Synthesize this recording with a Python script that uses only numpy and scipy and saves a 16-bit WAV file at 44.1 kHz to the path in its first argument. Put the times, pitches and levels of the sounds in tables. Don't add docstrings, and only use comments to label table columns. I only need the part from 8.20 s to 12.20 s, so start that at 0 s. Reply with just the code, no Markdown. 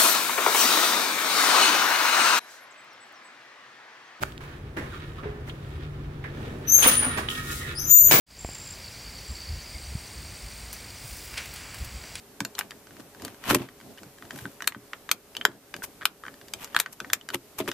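import sys
import numpy as np
from scipy import signal
from scipy.fft import rfft, irfft
from scipy.io import wavfile

SR = 44100
rng = np.random.default_rng(int(sys.argv[2]) if len(sys.argv) > 2 else 0)


def wrap_up_sound(samples):
    columns = np.atleast_2d(samples).T
    tamed = np.clip(columns, -1, 1)
    steps = np.round(tamed * 32767).astype(np.int16)
    wavfile.write(sys.argv[1], SR, steps)


N = 176400
TIME = np.arange(N) / SR


def from_db(db):
    return 10 ** (np.asarray(db) / 20)


def unit_rms(x):
    return x / np.sqrt(np.mean(x ** 2) + 1e-20)


def gain_curve(rows):
    return from_db(np.interp(TIME, *np.transpose(rows)))


def add(out, start_s, sound):
    i = int(np.clip(start_s * SR, 0, N))
    out[i:i + len(sound)] += sound[:N - i]


def wobble(hz):
    lowpass = signal.butter(2, hz, fs=SR, output="sos")
    return unit_rms(signal.sosfilt(lowpass, rng.standard_normal(N + SR))[SR:])


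def noise(spectrum, tilt_db=0):
    hz, db = np.transpose(spectrum)
    octave = np.log2(np.fft.rfftfreq(N, 1 / SR) + 1)
    low_cut_db = 20 * np.minimum(octave - np.log2(hz[0]), 0)
    colour_db = np.interp(octave, np.log2(hz), db + tilt_db * np.log2(hz)) + low_cut_db
    return unit_rms(irfft(rfft(rng.standard_normal(N)) * from_db(colour_db), N))


# frequency in Hz, relative density in dB.
AIR_SPECTRUM = [(25, -17), (50, 18.5), (80, 14), (130, 9.5), (200, 4.5), (350, 0.5), (700, -1), (1300, -4),
                (1750, -2.5), (2250, 1), (2800, -3.5), (3600, -5), (6200, -7), (7800, -7), (10500, -13.5),
                (16000, -15)]


def air():
    return from_db(-42.5) * noise(AIR_SPECTRUM)


# pitch in Hz, width in Hz, level in dB, throbs per second.
CHORUS_BANDS = [(4650, 750, -54.5, 47), (5780, 80, -65, 27), (5600, 300, -65, 33), (7430, 450, -58.5, 57),
                (6850, 500, -62, 44), (8250, 700, -61.5, 70), (9300, 800, -63, 62), (11250, 400, -67, 52),
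                (15400, 900, -62, 75)]


def far_chorus(throb_depth=.5):
    out = np.zeros(N)
    for hz, width_hz, db, throb_hz in CHORUS_BANDS:
        phase = 2 * np.pi * hz * TIME
        band = wobble(width_hz / 2) * np.sin(phase) + wobble(width_hz / 2) * np.cos(phase)
        rate_hz = throb_hz * (1 + .0798 * wobble(7.8))
        throb = np.sin(2 * np.pi * np.cumsum(rate_hz) / SR)
        out += from_db(db) * unit_rms(band * (1 + throb_depth * throb))
    return out


def wing_stroke(length_s, hz, fall_hz):
    progress = np.linspace(0, 1, int(length_s * SR))
    cycles = np.cumsum(hz + fall_hz * (.5 - progress)) / SR + rng.random()
    return np.sin(np.pi * progress) * np.sin(2 * np.pi * cycles)


# start and end in seconds, strokes per second, stroke length in seconds, pitch in Hz,
# fall per stroke in Hz, relative level in dB.
TRILL_RUNS = [(.07, .62, 64.5, .011, 4830, 1000, -46.5), (.616, 1.6, 65.5, .011, 4900, 450, -48.5),
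              (.641, .69, 59, .013, 4530, 300, -42), (.74, .9, 58.5, .012, 4540, 400, -46),
              (.928, 1.11, 58.8, .013, 4530, 400, -44), (1.148, 1.25, 59, .013, 4560, 400, -41.5),
              (1.268, 1.42, 60, .012, 4560, 400, -44.5), (1.44, 2.18, 58, .012, 4660, 850, -46.5),
              (2.2, 2.72, 50, .011, 4680, 1100, -46.5), (2.74, 3.17, 54, .013, 4900, 750, -47.5),
              (3.2, 4, 55.5, .012, 4680, 900, -49.5), (.1865, .53, 57, .012, 7400, 480, -40.5),
              (1.077, 1.175, 57, .011, 7480, 300, -45), (1.5, 2.2, 58, .011, 8550, 1100, -50.5),
              (2.2, 3, 52, .011, 8700, 1300, -50.5), (3.2, 4, 60, .012, 7800, 900, -54)]


def bush_crickets(jitter_s=.0004, spread_db=1.4, spread_hz=45, rasp_depth=.3):
    out = np.zeros(N)
    for start_s, end_s, rate_hz, length_s, hz, fall_hz, db in TRILL_RUNS:
        draws = rng.standard_normal((100, 3))
        for at_s, (late, strong, sharp) in zip(np.arange(start_s, end_s, 1 / rate_hz), draws):
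            stroke = wing_stroke(length_s, hz + spread_hz * sharp, fall_hz)
            add(out, at_s + jitter_s * late, from_db(db + spread_db * strong) * stroke)
    return 1.52 * out * (1 + rasp_depth * wobble(520))


# delay in seconds, gain in dB.
ECHO_TAPS = [(.0045, -11), (0.024, -15), (.041, -18)]


def with_echoes(direct):
    out = direct.copy()
    for delay_s, db in ECHO_TAPS:
        add(out, delay_s, from_db(db) * direct)
    return out


# start, period and chirp length in seconds, pitch in Hz, relative level in dB.
CRICKET_VOICES = [(.16, .0897, .038, 5612, -57), (.526, .2215, .044, 6062, -55.5),
                  (.4, .31, .05, 5785, -59)]


def crickets(spread_db=.75):
    out = np.zeros(N)
    for start_s, period_s, length_s, hz, db in CRICKET_VOICES:
        for at_s, weak in zip(np.arange(start_s, N / SR, period_s), rng.standard_normal(80)):
            add(out, at_s, from_db(db - spread_db * weak) * wing_stroke(length_s, hz, fall_hz=70))
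    return 1.71 * out


# frequency in Hz, gain in dB, T60 in seconds.
HOUSING_MODES = [(72, 1, 0.054), (308, 6, 0.0064), (706, -0.5, 0.017), (1060, -6, 0.0085),
                 (2400, -5, 0.0045)]
# start in seconds, level in dB, gain of the lowest mode.
FINGER_KNOCKS = [(0.2471, -20, 0.82), (.2893, -28, .15)]


def knocks():
    out, t = np.zeros(N), TIME[:SR // 10]
    for start_s, db, thud in FINGER_KNOCKS:
        for k, (hz, mode_db, t60_s) in enumerate(HOUSING_MODES):
            weight = (thud if k == 0 else 1) * (-1) ** (k + 1)
            envelope = from_db(db + mode_db - 60 * t / t60_s)
            add(out, start_s, weight * envelope * np.sin(2 * np.pi * hz * t))
    return out


def cracks(rows, spectrum, grain_db=1, tail_s=.06, tail_tilt_db=-1.5):
    out = np.zeros(N)
    for peak_s, db, attack_s, decay_s, tail_db, tilt_db in rows:
        before_s, after_s = np.maximum(peak_s - TIME, 0), np.maximum(TIME - peak_s, 0)
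        grains = unit_rms(noise(spectrum, tilt_db) * from_db(-grain_db * wobble(1200)))
        burst = grains * np.exp(-after_s / decay_s)
        tail = from_db(tail_db) * noise(spectrum, tilt_db + tail_tilt_db) * np.exp(-after_s / tail_s)
        out += from_db(db) * np.exp(-before_s / attack_s) * (burst + tail)
    return out


# peak time in seconds, level in dB, attack and decay in seconds, tail gain in dB,
# tilt in dB per octave.
SNAP_EVENTS = [(.353, -36.5, 0.00061, 0.0028, -16, -2.5), (3.141, -36, .002, 0.0036, -14, -5),
               (3.177, -26, 0.0032, 0.011, -8, -2.7), (3.361, -41, .003, 0.006, -1.5, 3),
               (3.84, -38, 0.0012, 0.0049, -13, -8), (3.9543, -24.5, 0.000042, 0.0037, -17, -0.3)]
# frequency in Hz, relative density in dB.
SNAP_SPECTRUM = [(300, -26), (1200, -8), (2200, 4), (3300, 0.5), (4300, -1), (6300, -4.5), (10500, -5.5),
                 (12500, -19), (16000, -32)]


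def snaps():
    return cracks(SNAP_EVENTS, SNAP_SPECTRUM)


# peak time in seconds, level in dB, pitch in Hz, length in seconds.
HANDLING_BUMPS = [(1.116, -27, 68, 0.037), (1.318, -27, 77, 0.048), (1.361, -30, 53.5, .08),
                  (1.559, -30, 62, 0.027), (1.712, -35.5, 70, 0.13), (1.755, -20.5, 110, 0.0091),
                  (1.994, -33.5, 60, 0.066), (2.06, -38.5, 72, 0.086), (2.125, -34, 80, 0.017),
                  (2.254, -35.5, 53.6, 0.061), (2.432, -37, 56, 0.062), (2.853, -36.5, 128, 0.017),
                  (2.924, -35.5, 58.6, 0.039), (3.621, -26.5, 66.4, 0.027), (3.67, -33.5, 117, 0.021),
                  (3.748, -31.5, 60, 0.057)]


def bumps(grit_gain=.32):
    out = np.zeros(N)
    grit = noise([(50, 5.5), (150, -1), (230, -14), (400, -42.5), (1500, -78)])
    for peak_s, db, hz, length_s in HANDLING_BUMPS:
        t = TIME - peak_s
        envelope = from_db(db) * np.exp(-(2 * t / length_s) ** 2)
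        out += envelope * (np.sin(2 * np.pi * hz * t) + grit_gain * grit)
    return out


BIRD_NOTE = (1.56, .085, 2170, 180)


def far_bird():
    peak_s, length_s, hz, width_hz = BIRD_NOTE
    envelope = from_db(-45.5) * np.exp(-(2 * (TIME - peak_s) / length_s) ** 2)
    return envelope * wobble(width_hz / 2) * np.sin(2 * np.pi * hz * TIME)


# time in seconds, level in dB.
BRUSH_CURVE = [(0, -73), (2.45, -53), (2.56, -62), (2.74, -58), (2.83, -45), (2.97, -41.5), (3.15, -45.5),
               (3.35, -56), (3.48, -62), (3.62, -50), (3.72, -72), (4, -71)]
RUSTLE_CURVE = [(0, -71), (3.05, -57), (3.15, -44.5), (3.25, -54), (3.44, -48), (3.55, -48.5),
                (3.72, -52.5), (4, -59)]
# frequency in Hz, relative density in dB.
BRUSH_SPECTRUM = [(3000, -10), (6500, -4), (9500, -1.5), (12500, -8), (15500, -1.5)]
RUSTLE_SPECTRUM = [(300, -22), (800, -9.5), (1600, -5.5), (2900, -3.5), (4500, -38), (9000, -73)]


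def brushing(flicker_db=2):
    brush = gain_curve(BRUSH_CURVE) * noise(BRUSH_SPECTRUM)
    rustle = gain_curve(RUSTLE_CURVE) * noise(RUSTLE_SPECTRUM)
    return (brush + rustle) * from_db(flicker_db * wobble(40))


TICK_EVENTS = [(2.5288, -31, 0.0005, 0.01, -13.5, 0.5), (3.257, -37, .001, .005, -13, 0),
               (3.338, -36, 0.0018, 0.009, -13, 2), (3.544, -35.5, .0005, 0.0056, -12, -2),
               (3.586, -43, .002, .009, -13, -3), (3.647, -36.5, 0.0013, .008, -18, 0),
               (3.874, -39, 0.00026, .001, -20, -6)]
TICK_SPECTRUM = [(600, -3), (2500, 0), (8000, 2.5), (11000, 2.5), (15500, 1.5)]


def ticks():
    return cracks(TICK_EVENTS, TICK_SPECTRUM)


def scene():
    lawn = with_echoes(bush_crickets() + crickets()) + far_chorus() + air()
    close = brushing() + bumps() + knocks() + snaps() + ticks()
    return np.tile(lawn + far_bird() + close, (2, 1))


# time in seconds, gain in dB.
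FADE_IN_CURVE = [(0, -62), (.055, -85), (.068, -22.5), (.11, -9.5), (.2, -4.5), (.3, -2), (.45, -1.5)]
CUTOFF_HZ = 15800


def record(dry):
    lowpass = signal.ellip(12, .1, 70, CUTOFF_HZ, fs=SR, output="sos")
    return signal.sosfilt(lowpass, dry * gain_curve(FADE_IN_CURVE))


dry = scene()
out = record(dry)
wrap_up_sound(out)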